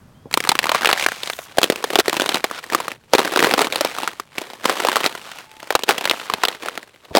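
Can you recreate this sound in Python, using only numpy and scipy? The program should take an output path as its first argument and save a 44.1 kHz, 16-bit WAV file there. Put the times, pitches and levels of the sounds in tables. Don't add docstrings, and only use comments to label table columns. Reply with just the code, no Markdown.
import sys
import numpy as np
from scipy import signal
from scipy.fft import rfft, irfft, next_fast_len
from scipy.io import wavfile
from scipy.ndimage import uniform_filter1d, map_coordinates

SR = 44100
rng = np.random.default_rng(int(sys.argv[2]) if len(sys.argv) > 2 else 0)


def volts(x):
    e = np.asarray(x, float) / 20
    return 10 ** e


def transcribe(u):
    v = np.clip(np.atleast_2d(u).T, -1, 1)
    q = np.round(v * 32767).astype(np.int16)
    wavfile.write(sys.argv[1], SR, q)


N = 317079


def unit(x):
    return x / np.sqrt(np.mean(x ** 2, axis=-1, keepdims=True) + 1e-20)


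def curves(rows):
    s, *columns = np.transpose(rows)
    return [np.interp(np.arange(N) / SR, s, column) for column in columns]


def noise(spectrum):
    m = next_fast_len(N)
    hz, db = np.transpose(spectrum)
    log_hz = np.log(np.fft.rfftfreq(m, 1 / SR) + 1)
    gain = volts(np.interp(log_hz, np.log(hz), db))
    return unit(irfft(rfft(rng.standard_normal(m)) * gain, m)[:N])


def grainy(x):
    flutter_db = 3.5 * unit(uniform_filter1d(rng.standard_normal(N), size=90))
    return unit(x * volts(flutter_db))


# (frequency [Hz], density [dB per Hz])
AIR_COLOUR = [(30, -13), (145, 0), (245, -8.5), (300, -17), (1200, -21.5), (2200, -30.5), (16000, -43)]
# (time [s], rms level [dB])
AIR_LEVEL = [(0, -46.5), (1.5, -56), (4.3, -57.5), (7.19, -64)]


def air():
    return volts(curves(AIR_LEVEL)[0]) * noise(AIR_COLOUR)


# (start [s], end [s], start pitch [Hz], end pitch [Hz], start level [dB], loss by the end [dB])
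WHISTLE_CUES = [(.145, .29, 3080, 3400, -60, 10), (5.46, 5.67, 875, 868, -48.5, 2)]


def whistles():
    out = np.zeros(N)
    for start, end, from_hz, to_hz, db, loss_db in WHISTLE_CUES:
        n = round((end - start) * SR)
        waver = map_coordinates(rng.standard_normal(12), [np.linspace(0, 9, n)])
        glide = np.linspace(0, 1, n) ** 0.7
        hz = (from_hz + (to_hz - from_hz) * glide) * (1 + 0.003 * waver)
        level = volts(db - np.linspace(0, loss_db, n) + 2.7 * waver)
        tone = np.sin(2 * np.pi * np.cumsum(hz) / SR)
        out[round(start * SR):][:n] += level * signal.windows.tukey(n, 0.15) * tone
    return out


# (time [s], level before the fade [dB])
JOLT_CUES = [(0.256, -42), (6.332, -37), (7.109, -36.5)]
# (frequency [Hz], density [dB per Hz])
SCUFF_COLOUR = [(60, -9), (130, 1), (400, -1), (900, -5), (2000, -53)]
JOLT_HZ, JOLT_T60_S = 89.5, 0.089
SCUFF_DB = 9.5


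def jolts():
    out = np.zeros(N + SR)
    t = np.arange(SR // 4) / SR
    scuff = np.pad(noise(SCUFF_COLOUR), (0, SR))
    for s, db in JOLT_CUES:
        at = round(s * SR)
        push = np.sin(2 * np.pi * JOLT_HZ * t) + volts(SCUFF_DB) * scuff[at:][:len(t)]
        envelope = volts(db - 60 * t / JOLT_T60_S) * (1 - np.exp(-t / 0.00088))
        out[at:][:len(t)] += envelope * push
    low_cut = signal.butter(2, 55, "highpass", fs=SR, output="sos")
    return signal.sosfilt(low_cut, out[:N])


# (start [s], end [s], rms level before swell and low cut [dB], loudest pitch [Hz])
SCRAPE_CUES = [(0.726, 0.809, -27, 1250), (0.964, 1.062, -27, 2180), (1.064, 1.324, -37.5, 2320),
               (1.29, 1.475, -43, 6300), (2.523, 2.604, -32.5, 1410), (3.77, 3.928, -35.5, 1180),
               (5.214, 5.452, -42.5, 1410), (6.11, 6.284, -42.5, 3150)]
RASP_OCTAVES, SING_OCTAVES = 1.69, 0.14
SING_DB = -3


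def scrapes():
    out, grit = np.zeros(N), grainy(rng.standard_normal(N))
    for start, end, db, loudest_hz in SCRAPE_CUES:
        span = slice(round(start * SR), round(end * SR))
        piece = grit[span]
        n = len(piece)
        octaves = np.log2((np.fft.rfftfreq(n, 1 / SR) + 1) / loudest_hz)
        rasp = 1 / (1 + (octaves / RASP_OCTAVES) ** 4)
        sing = volts(SING_DB) * np.exp(-(octaves / SING_OCTAVES) ** 2)
        band = unit(irfft(rfft(piece) * (rasp + sing), n))
        swell = signal.windows.tukey(n, 0.35)
        out[span] += volts(db) * swell * band
    return out


# (start [s], end [s], crunch load at start [dB], crunch load at end [dB])
PRESS_CUES = [(0.334, 1.026, -46.5, -28), (1.077, 1.57, -39, -49.5), (1.603, 2.005, -43, -34),
              (2.059, 2.382, -35, -28), (2.403, 2.693, -40.5, -45.5), (2.728, 2.938, -29, -44.5),
              (3.15, 3.664, -30.5, -28.5), (3.72, 4.079, -31.5, -32.5), (4.101, 4.233, -39, -56),
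              (4.358, 4.628, -39.5, -46.5), (4.67, 5.066, -27.5, -27), (5.087, 5.454, -37.5, -46),
              (5.48, 5.825, -52, -43), (5.9, 6.554, -34, -37), (6.62, 6.872, -32, -54.5),
              (6.86, 7.15, -59, -53)]
# (time [s], crunch load [dB])
CAVE_IN_CUES = [(1.64, -26), (3.144, -28.5), (3.437, -13), (3.616, -19), (4.658, -20.5), (5.902, -18.5),
                (7.165, -24)]
PRESS_EDGE_DB_PER_S = 610
CAVE_RISE_DB_PER_S, CAVE_FALL_DB_PER_S = 630, 476
STILL_DB = -60
CRUMBS_DB, CRUMBS_T60_S = -11, 0.028


def crunch():
    t = np.arange(N) / SR
    load = volts(2 * STILL_DB) * (t > PRESS_CUES[0][0]) + 1e-9
    for start, end, from_db, to_db in PRESS_CUES:
        outside = np.maximum(np.maximum(start - t, t - end), 0)
        press_db = np.interp(t, [start, end], [from_db, to_db]) - PRESS_EDGE_DB_PER_S * outside
        load = load + volts(2 * press_db)
    for s, db in CAVE_IN_CUES:
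        drop_db = np.maximum(CAVE_RISE_DB_PER_S * (s - t), CAVE_FALL_DB_PER_S * (t - s))
        load = load + volts(2 * (db - drop_db))
    at = [round(cue[0] * SR) for cue in CRACK_CUES]
    breaks = np.bincount(at, [volts(2 * (cue[1] + CRUMBS_DB)) for cue in CRACK_CUES], N)
    crumbs = signal.lfilter([1], [1, -volts(-2 * 60 / (CRUMBS_T60_S * SR))], breaks)
    return 10 * np.log10([load, load + crumbs])


# (frequency [Hz], density [dB per Hz])
BODY_COLOUR = [(350, -10.5), (700, 3.5), (2300, -3.5), (4000, -4), (5000, -9.5), (8000, -26)]
SNAP_COLOUR = [(3000, 2), (4600, -2.5), (8000, -3.5), (16000, -13.5)]
HOLLOW_COLOUR = [(100, -32), (280, -3), (500, 5.5), (1000, -29)]
HOLLOW_HZ = 411.6


def snaps(s, db, ring_hz, thud_db, snap_db, t60, tone, size):
    t = np.arange(size) / SR
    luck = rng.random((len(s), 5))
    life = t60 * (0.85 + 0.62 * luck[:, :1])
    pitch = ring_hz[:, None]

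    def fade(share, rise):
        return volts(-60 * t / (share * life)) * (1 - np.exp(-t / rise))

    def piece(spectrum, k):
        start = (luck[:, k, None] * (N - size)).astype(int)
        return noise(spectrum)[start + np.arange(size)]

    def first(x):
        return x / np.sqrt(np.sum(x ** 2, axis=1, keepdims=True) / 270)

    ring_share = 0.47 * (1500 / pitch) ** 0.88
    ring = first(np.sin(2 * np.pi * pitch * t) * fade(ring_share, 0.00035))
    octaves = np.log2((np.fft.rfftfreq(size, 1 / SR) + 1) / pitch)
    favour = 0.55 + np.exp(-(octaves / 0.5) ** 2)
    shiver = irfft(rfft(piece(BODY_COLOUR, 1)) * favour, size)
    burst = first(shiver * (fade(1.68, 0.00012) + 1.35 * fade(0.48, 0.00011)))
    body = first(tone * ring + burst)
    snap = first(piece(SNAP_COLOUR, 2) * fade(0.93, 0.000097))
    low_hz = HOLLOW_HZ * np.exp(0.64 * (luck[:, 3:4] - 0.5))
    boom = np.sin(2 * np.pi * low_hz * t) * fade(1.13, 0.002)
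    thud = first(boom + 1.3 * piece(HOLLOW_COLOUR, 4) * fade(0.74, 0.0015))
    mix = body + volts(snap_db)[:, None] * snap + volts(thud_db)[:, None] * thud
    sound = volts(db)[:, None] * mix
    at = np.round(s * SR).astype(int)[:, None] + np.arange(size)
    return np.bincount(at.ravel(), sound.ravel(), N + size)[:N]


# (time [s], hollow against crunch [dB], brittleness added to snap and fizz [dB])
ICE_PATCH = [(.4, -12, 2.5), (.8, -14, -2), (1.3, -18, -1.5), (1.7, -2, 2.5), (2.5, -9, -0.5),
             (3.5, -1, -1), (4.1, -13, 0), (4.7, -3.5, -0.5), (5.3, -15.5, 1), (5.9, -3.5, 0),
             (6.2, -13.5, -5), (6.7, -5.5, -2)]
SHARD_HZ = 1600
FIZZ_DB, FIZZ_SHRINKS = -2, 0.22


def shards(count=1500):
    load_db, crunch_db = crunch()
    hollow_db, brittle_db = curves(ICE_PATCH)
    luck = rng.random((count, 5))
    s = luck[:, 0] * (N - 1) / SR
    at = (s * SR).astype(int)
    db = load_db[at] - 7.0 - 4.8 * np.log(1 - 0.95 * luck[:, 1])
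    ring_hz = SHARD_HZ * np.exp(1.34 * (luck[:, 2] - 0.5))
    thud_db = hollow_db[at] + 10 * (luck[:, 3] - 0.5)
    snap_db = brittle_db[at] - 13.0 + 11 * luck[:, 4]
    bits = snaps(s, db, ring_hz, thud_db, snap_db, t60=0.011, tone=0.43, size=1024)
    fizz_db = FIZZ_DB + brittle_db - FIZZ_SHRINKS * (crunch_db - np.median(crunch_db))
    fizz = volts(fizz_db) * noise(SNAP_COLOUR)
    hollow = volts(hollow_db) * noise(HOLLOW_COLOUR)
    grit = noise(BODY_COLOUR) + fizz + hollow
    return bits + volts(crunch_db - 1.5) * grainy(grit)


# (time [s], nominal peak before low cut and clipping [dB], plate ring [Hz], ring over noise burst [dB])
CRACK_CUES = [(0.312, -20.5, 1260, -4), (0.328, -16.5, 2210, 19), (0.34, 0.0, 4130, 21),
              (0.374, 1, 900, -7), (0.4035, -6.5, 2180, 17), (0.439, -11.5, 2070, -2),
              (0.45, -10.5, 1200, 4), (0.473, -10, 905, 4), (0.491, 5.5, 4440, -18), (0.506, -15, 2030, 2),
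              (0.517, 0.5, 860, 4), (0.553, -5, 1170, -2), (0.59, 0.5, 2380, -20), (0.63, -12, 1930, 1),
              (0.641, -5, 1980, 0), (0.656, -8, 935, 6), (0.668, -6.5, 980, -31), (0.693, -1.5, 1080, -24),
              (0.717, 0.5, 1010, -4), (0.747, 0, 1070, 1), (0.755, -5, 960, -6), (0.81, -9, 1200, 4),
              (0.819, -8.5, 1250, -9), (0.832, -5.5, 1600, 6), (0.847, -1, 1290, -5),
              (0.857, 3.5, 2480, -1), (0.872, -1.5, 2700, -11), (0.89, 0.5, 1370, -6), (0.895, -8, 970, 18),
              (0.901, -3, 1720, 2), (0.913, -2, 1530, -2), (0.929, 2.5, 2210, -4.5), (0.953, -20, 2070, 9),
              (0.976, -10, 1730, 10), (0.997, -6, 2080, 4), (1.025, -6.5, 2230, 12), (1.039, -7, 2470, 0),
              (1.063, 2.5, 1670, 5), (1.086, -5, 1600, 2), (1.119, -9.5, 1500, 3), (1.233, -9, 3130, -18),
              (1.259, -20, 8500, -5), (1.274, -11, 3200, -24), (1.299, -6.5, 1900, -9),
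              (1.333, -14.5, 3600, 21), (1.389, -14, 650, 1), (1.572, -13.5, 650, 15), (1.584, 5, 680, -18),
              (1.616, -8, 990, -4), (1.631, 1, 3460, -10), (1.641, 0, 3220, 4), (1.7, 2, 401, 3.5),
              (1.722, -9, 706, -23), (1.759, -13.5, 2670, 7), (1.841, -1.5, 476, -14),
              (1.903, -6, 396, 0.5), (1.932, -9, 513, -1), (1.956, 4, 580, -16), (1.988, 4, 414, 3),
              (1.997, -1.5, 3950, -7), (2.002, -1.5, 1420, 1), (2.058, -14, 1640, -9), (2.081, -1, 396, 3),
              (2.096, -6.5, 2260, -16), (2.129, -3.5, 1110, 2.5), (2.142, -9, 1000, -2),
              (2.167, -5, 2500, -9), (2.198, -2.5, 1530, 4), (2.209, -9, 3380, 10), (2.219, -0.5, 550, 0),
              (2.26, -8.5, 3340, -18), (2.291, -2, 3600, -23), (2.344, -3, 3500, -8),
              (2.356, -5, 1050, -25), (2.371, -12, 1590, 16), (2.442, 0, 690, -4), (2.512, -10, 1220, 13),
              (2.64, -19.5, 1860, 13), (2.7, -13, 1750, 20), (2.723, -10.5, 670, -10), (2.733, -5, 1170, 0),
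              (2.748, 3.5, 1165, 32), (2.802, -7.5, 990, 14), (2.881, -7, 1240, 6), (2.917, -14, 2310, -8),
              (3.135, 9, 620, -24), (3.15, 3.5, 388, -10), (3.182, 0, 760, -9), (3.191, 0.5, 950, -14),
              (3.202, -5, 970, 5), (3.249, -6.5, 1690, -23), (3.276, -8, 1660, -1),
              (3.325, -13.5, 1500, -5), (3.337, -6.5, 1060, -9), (3.36, -1, 1130, -21),
              (3.373, -0.5, 1120, -9), (3.392, 0, 2610, -3), (3.403, -2.5, 1930, 3), (3.426, 2, 760, -7),
              (3.438, -3, 1900, 11), (3.469, -4, 685, -12), (3.511, -2.5, 790, -10), (3.538, 3, 1060, -9),
              (3.579, -2.5, 1110, -4), (3.591, 0, 1070, -10), (3.608, -6, 886, 3), (3.652, -10, 500, 11),
              (3.67, -7, 1130, -8), (3.724, -6, 3490, -9), (3.758, -4.5, 3800, -18), (3.809, 2.5, 600, 8),
              (3.848, 0, 690, -4), (3.985, -8, 1180, 19), (4.001, -16, 846, 14), (4.033, -10, 890, 14),
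              (4.076, -4, 1350, 9), (4.198, -8.5, 1190, 26), (4.382, -6, 2370, 1.5), (4.416, -10.5, 620, 4),
              (4.501, -21, 950, -3), (4.534, -21, 600, -16), (4.656, 1.5, 1040, 6), (4.696, 0, 1070, 1),
              (4.768, -12, 1070, 9), (4.801, -6, 1480, -1), (4.849, -1.5, 500, 2), (4.87, -4.5, 1250, -12),
              (4.886, 0, 1030, 10), (4.917, -8, 1550, -5), (4.958, -1.5, 2090, -5), (4.967, 0, 1170, 4),
              (5.042, -6.5, 2480, 20), (5.062, -2, 4050, 5), (5.151, -13.5, 1070, -2.5),
              (5.22, -30, 1100, 3), (5.316, -19.5, 1510, -3), (5.386, -22.5, 2670, 23),
              (5.515, -31, 2600, 0), (5.602, -25, 1950, 2), (5.629, -19.5, 630, -4),
              (5.673, -24.5, 1500, -15), (5.705, -1.5, 540, -18), (5.724, -12, 875, -8),
              (5.752, 6, 880, -10), (5.792, -13, 930, -18), (5.835, -8, 4000, -7), (5.89, 4, 816, -1),
              (5.897, -3, 1260, 0), (5.908, 0, 393, -7), (5.981, -6.5, 3370, -17), (6.01, -9, 570, -7),
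              (6.042, -10.5, 2570, -12), (6.054, -1, 3420, -5), (6.075, -8, 1980, 8),
              (6.097, 0.5, 3800, -1), (6.111, 1, 2640, -20), (6.135, -14, 696, -1),
              (6.214, -17.5, 1230, -5), (6.299, -3.5, 1120, 6.5), (6.337, -2, 2940, -21),
              (6.435, 2, 1220, -22), (6.452, -1, 3800, 1), (6.484, -3.5, 3450, -2), (6.636, -23, 890, 2),
              (6.659, -13, 614, 0), (6.685, -8.5, 1340, 20), (6.754, -23, 3000, -8),
              (6.776, -11.5, 1170, -23), (6.829, -24, 1910, -13), (7.05, -31, 3000, -6),
              (7.151, 2, 507, -5), (7.16, 0.5, 510, 1), (7.17, 4.5, 630, -4), (7.181, -2, 784, 7)]
PEAK_OVER_BODY_DB = 12.5
SNAP_DB, SNAP_DB_PER_OCTAVE, SNAP_SHRINKS = -5.5, 2.5, 0.056
THUD_DB, THUD_DB_PER_OCTAVE, THUD_FOLLOWS = -5, -1.5, 0.57


def cracks():
    s, peak_db, ring_hz, ring_db = np.transpose(CRACK_CUES)
    at = (s * SR).astype(int)
    hollow_db, brittle_db = (curve[at] for curve in curves(ICE_PATCH))
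    db = peak_db - PEAK_OVER_BODY_DB
    snap_db = SNAP_DB + brittle_db + SNAP_DB_PER_OCTAVE * np.log2(ring_hz / 1500)
    snap_db = snap_db - SNAP_SHRINKS * (db - db.mean())
    thud_db = THUD_DB + THUD_DB_PER_OCTAVE * np.log2(ring_hz / 1000) + THUD_FOLLOWS * hollow_db
    return snaps(s, db, ring_hz, thud_db, snap_db, t60=0.017, tone=volts(ring_db)[:, None], size=2600)


def scene():
    low_cut = signal.butter(3, 185, "highpass", fs=SR, output="sos")
    ice = signal.sosfilt(low_cut, cracks() + shards() + scrapes())
    return (ice + jolts() + whistles() + air())[None]


def band_limit(x):
    return signal.sosfilt(signal.butter(12, 16470, fs=SR, output="sos"), x)


def record(dry):
    mix = np.clip(dry, -1, 1)
    return band_limit(mix)


dry = scene()
out = record(dry)
transcribe(out)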